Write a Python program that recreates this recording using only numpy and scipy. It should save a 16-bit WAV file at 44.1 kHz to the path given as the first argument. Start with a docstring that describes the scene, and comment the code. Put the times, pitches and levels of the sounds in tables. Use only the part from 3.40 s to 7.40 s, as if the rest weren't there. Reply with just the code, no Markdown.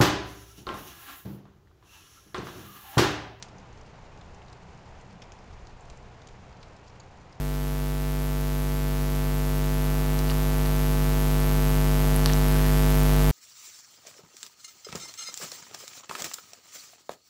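"""Fire in a hooded grill

Close up, flames rush and rumble on the grate, and puffs of flame set the hollow of the grill booming.
The fuel sizzles in tiny bursts; small pops crack out and rattle once around the metal hood.
Underneath, a motor, probably a fan, throbs and hums faintly."""
import sys
import numpy as np
from scipy import signal
from scipy.fft import rfft, irfft
from scipy.io import wavfile

SR = 44100
rng = np.random.default_rng(int(sys.argv[2]) if len(sys.argv) > 2 else 0)


def to_wav(s):
    """Save 16-bit WAV."""
    ch = np.atleast_2d(s).T  # columns
    pcm = np.round(np.clip(ch, -1, 1) * 32767)  # PCM
    wavfile.write(sys.argv[1], SR, pcm.astype(np.int16))


N = 176400


def from_db(db):
    """Decibels to gain."""
    return 10 ** (np.asarray(db) / 20)


def rms_one(x):
    """Scale to an rms of one."""
    return x / np.sqrt(np.mean(x ** 2) + 1e-20)


def energy_one(x):
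    """Scale to an energy of one."""
    return x / np.sqrt(np.sum(x ** 2) + 1e-20)


def colour(x, curve):
    """EQ by a curve of f/Hz, gain/dB points."""
    hz, db = np.transpose(curve)
    bins = np.maximum(np.arange(N // 2 + 1) * SR / N, 1)
    gain_db = np.interp(np.log(bins), np.log(hz), db)
    return irfft(rfft(x) * from_db(gain_db), N)


def drift(rate_hz):
    """Slow random wander with a spread of one."""
    bins = np.arange(N // 2 + 1) * SR / N
    slow = irfft(rfft(rng.standard_normal(N)) / (1 + (bins / rate_hz) ** 2), N)
    return rms_one(slow - slow.mean())


def resonate(x, hz, width_hz):
    """One damped resonance."""
    b, a = signal.iirpeak(hz, hz / width_hz, fs=SR)
    return signal.lfilter(b, a, x + 1e-18)


def flames(rush_db=-51, fade_db_per_s=0.37):
    """Turbulent burning gas: a fluttering rush slowly loses strength over a rumble that swells and sinks."""
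    # spectrum of the flames' rush: f/Hz, relative level/dB
    rush_spectrum = [(70, -6.5), (110, 4.5), (135, 8), (165, 2.5), (192, 3.5), (225, -1.5), (255, -3),
                     (300, -0.5), (350, -2), (420, -0.5), (490, 0), (550, -1.5), (670, -0.6), (720, 1),
                     (830, 0.5), (910, 0), (1000, -2), (1150, -5), (1250, -6), (1800, -10), (2500, -12),
                     (3500, -18.5), (5000, -22), (7000, -25), (10000, -34.5)]
    # spectrum of the rising flames' low rumble: f/Hz, relative level/dB
    rumble_spectrum = [(8, -11.5), (22, 3.5), (42, -5.5), (72, -1.5), (105, -11), (150, -19.5),
                       (230, -27.5), (400, -47)]
    # swell of the rumble: t/s, level/dB
    swell = [(0, -61), (.8, -52.5), (1.3, -55), (1.8, -56), (2.05, -53.5), (2.21, -48.5), (2.4, -54),
             (2.58, -48), (2.8, -58), (3.17, -51.5), (3.4, -57.5), (4, -55)]
    t = np.arange(N) / SR
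    rush = rms_one(colour(rng.standard_normal(N), rush_spectrum))
    rumble = rms_one(colour(rng.standard_normal(N), rumble_spectrum))
    rush_flutter_db = 0.44 * drift(rate_hz=11)
    rumble_flutter_db = 3 * drift(rate_hz=9.9)
    rush *= from_db(rush_db - fade_db_per_s * t + rush_flutter_db)
    rumble *= from_db(np.interp(t, *np.transpose(swell)) + rumble_flutter_db)
    return rush + rumble


def motor(turn_hz=30.02, throb_wander_rad=0.18, tone_wander_rad=0.44):
    """A soft throb on every turn of the motor, and faint fan tones that wander slightly."""
    # first four harmonics of the throb: rms level/dB
    harmonics = [-61.5, -62, -61.5, -59.5]
    # fan tones: f/Hz, rms level/dB
    fan_tones = [(158, -71.5), (237.2, -73.5), (263.5, -80), (402, -71.5), (474.3, -75)]
    t = np.arange(N) / SR
    turn = 2 * np.pi * turn_hz * t + throb_wander_rad * drift(rate_hz=1)
    throb = sum(from_db(db) * np.cos(k * turn) for k, db in enumerate(harmonics, 1))
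    hum = np.zeros(N)
    for hz, db in fan_tones:
        phase = 2 * np.pi * (hz * t + rng.random()) + tone_wander_rad * drift(rate_hz=1)
        hum += from_db(db) * np.sin(phase)
    return np.sqrt(2) * (throb + hum)


def hood(echo_db, delay_s=0.0034, spread_s=0.0017, tail_db=-9, tail_t60_s=0.19, size=4096):
    """Impulse response of the hood: direct sound, a cluster of echoes off the metal, a short tail."""
    t = np.arange(size) / SR
    walls, tail = rng.standard_normal((2, size))
    walls = energy_one(walls * np.exp(-.5 * ((t - delay_s) / spread_s) ** 2))
    tail = energy_one(tail * (t > delay_s) * from_db(-60 * t / tail_t60_s))
    return (t == 0) + from_db(echo_db) * walls + from_db(tail_db) * tail


def sizzle(bursts_per_s=260, level_db=-69, spread_db=2, low_hz=2350, high_hz=6700, bands=10):
    """The fuel sizzles: tiny bursts of varied size and pitch come at random and echo in the hood."""
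    out = np.zeros(N)
    for hz in np.geomspace(low_hz, high_hz, bands):
        onsets = rng.random(N) < bursts_per_s / bands / SR
        sizes = from_db(spread_db * np.minimum(rng.exponential(1, N), 3.5))
        polarity = rng.choice([-1, 1], N)
        bursts = resonate(onsets * sizes * polarity, hz, width_hz=3800)
        out += signal.fftconvolve(bursts, hood(echo_db=3.5))[:N]
    return from_db(level_db) * rms_one(out)


def pops(snap_db=-8, trim_db=0.1, size=4096):
    """A pocket in the fuel bursts: splinters ring briefly at the pocket's pitch, with a broad snap."""
    # bursting pockets: t/s, level before trim/dB, f/Hz, bandwidth/Hz, burst decay/ms, hood echo/dB
    pockets = [ (0.0257, -36.5, 3800, 8000, 0.07, -0.5), (.0256, -48.5, 1320, 2440, 0.19, -7),
               (.0256, -46, 3100, 1300, 0.11, -3), (0.033, -52, 2690, 4000, 0.48, -5),
               (.0468, -61, 4500, 7500, .8, 5), (.0848, -55, 5200, 7500, .6, 3),
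               (0.184, -53, 5850, 4800, 0.39, -4), (.1984, -62, 5500, 5000, .5, -2),
               (0.3266, -60.5, 6500, 5000, .8, 6), (.3755, -63, 5000, 2300, 0.73, -5),
               (0.4112, -56, 5800, 4500, 0.5, 3), (0.463, -63, 4500, 3000, .3, -3),
               (.776, -59, 5460, 7500, .5, -7), (0.812, -53, 3380, 3800, 0.62, 1),
               (.9468, -59.5, 6600, 3000, .5, -1), (1.0192, -55.5, 2600, 2000, .4, -7),
               (1.0826, -58, 4600, 4500, .6, -1), (1.1, -59, 4600, 1800, .5, -6),
               (1.1279, -52, 5500, 6000, 0.49, 2), (1.599, -65, 4200, 4500, 0.37, 3),
               (1.612, -59, 6000, 6000, .4, 0), (1.7071, -60, 5000, 3800, 1.2, 5),
               (1.726, -58.5, 5800, 6000, .4, 5), (1.8191, -56, 3600, 6000, 0.36, -14),
               (1.8207, -46, 3000, 4500, 1.2, 1), (1.8372, -58, 5000, 5000, .6, 4),
               (1.9206, -50.5, 5770, 3300, 1.5, -5), (1.92, -54.5, 2480, 1000, 1.1, -8),
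               (1.9894, -59.5, 5200, 4500, .3, -5), (2.132, -61.5, 4800, 3800, .5, -2),
               (2.271, -53, 4200, 2500, 0.51, -8), (2.4078, -57, 7200, 2000, 0.5, -3),
               (2.4551, -63, 6600, 2700, .4, -1), (2.5001, -49, 4050, 6500, 0.26, -4),
               (2.5738, -56.5, 5500, 6000, 0.28, -3), (2.8177, -55, 4200, 4500, 1.2, -1),
               (2.8721, -50, 3600, 8000, 0.28, -1), (2.887, -53.5, 4000, 6500, 0.89, 2),
               (3.1245, -63, 3900, 2300, .5, 3), (3.214, -61, 4800, 5000, .5, -1),
               (3.229, -53, 3300, 6000, .5, -7), (3.2312, -51.5, 2800, 4500, 0.43, -1),
               (3.3642, -57.5, 6000, 6000, 1, 0), (3.4748, -57.5, 5200, 3500, 0.54, 2),
               (3.482, -56.5, 4830, 5500, 0.67, -3), (3.499, -61, 4600, 3800, .5, 3),
               (3.6, -51, 6670, 706, 0.18, -2), (3.602, -53, 4350, 1000, .1, 1),
               (3.926, -56, 4000, 7500, .5, 0)]
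    out = np.zeros(N + 2 * size)
    ms = 1000 * np.arange(size) / SR
    level_window = .005 * SR  # a pop's level is its energy spread over 5 ms
    for onset_s, db, hz, width_hz, decay_ms, echo_db in pockets:
        burst = energy_one(rng.standard_normal(size) * (ms > 0) * np.exp(-ms / decay_ms))
        ring = energy_one(resonate(resonate(burst, hz, width_hz), hz, width_hz))
        snap = energy_one(resonate(burst, hz=3500, width_hz=6500))
        crack = ring + from_db(snap_db) * snap
        pop = energy_one(signal.fftconvolve(crack, hood(echo_db))[:size])
        start = int(onset_s * SR)
        out[start:start + size] += from_db(db + trim_db) * np.sqrt(level_window) * pop
    return out[:N]


def puffs(boom_hz=179, width_hz=55):
    """Each puff of flame swells and dies in the low resonance of the grill's hollow."""
    # bell-shaped puffs of flame: peak t/s, rms level/dB, length/s
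    swells = [(0.195, -53.5, 0.061), (0.517, -57.5, 0.11), (.83, -56.5, 0.065), (.95, -56.5, 0.066),
              (1.3, -60.5, 0.29), (1.737, -54, 0.16), (2.084, -56.5, .08), (2.65, -55.5, 0.053),
              (3.01, -55.5, 0.17), (3.18, -52.5, 0.071), (3.842, -57.5, 0.11)]
    t = np.arange(N) / SR
    hollow = resonate(rng.standard_normal(N), boom_hz, width_hz)
    boom = rms_one(resonate(hollow, boom_hz, width_hz))  # second pass for steeper skirts
    envelope = sum(from_db(db) * np.exp(-2 * ((t - peak_s) / length_s) ** 2)
                   for peak_s, db, length_s in swells)
    return boom * envelope


def scene():
    """The fire bed with its puffs, the motor, the sizzle and the pops, mixed in mono."""
    return (flames() + puffs() + motor() + sizzle() + pops())[None]


def record(dry, stopband_hz=10631):
    """A small microphone dulls the top, then a steep low-pass cuts it off."""
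    # microphone response: f/Hz, gain/dB
    response = [(6000, 0), (7200, -0.5), (7600, -4.5), (8000, -14), (8600, -7), (9000, -10.5), (9500, -19),
                (10000, -23.5)]
    dulled = np.array([colour(channel, response) for channel in dry])
    low_pass = signal.cheby2(16, 60, stopband_hz, fs=SR, output="sos")
    return signal.sosfilt(low_pass, dulled)


dry = scene()
out = record(dry)
to_wav(out)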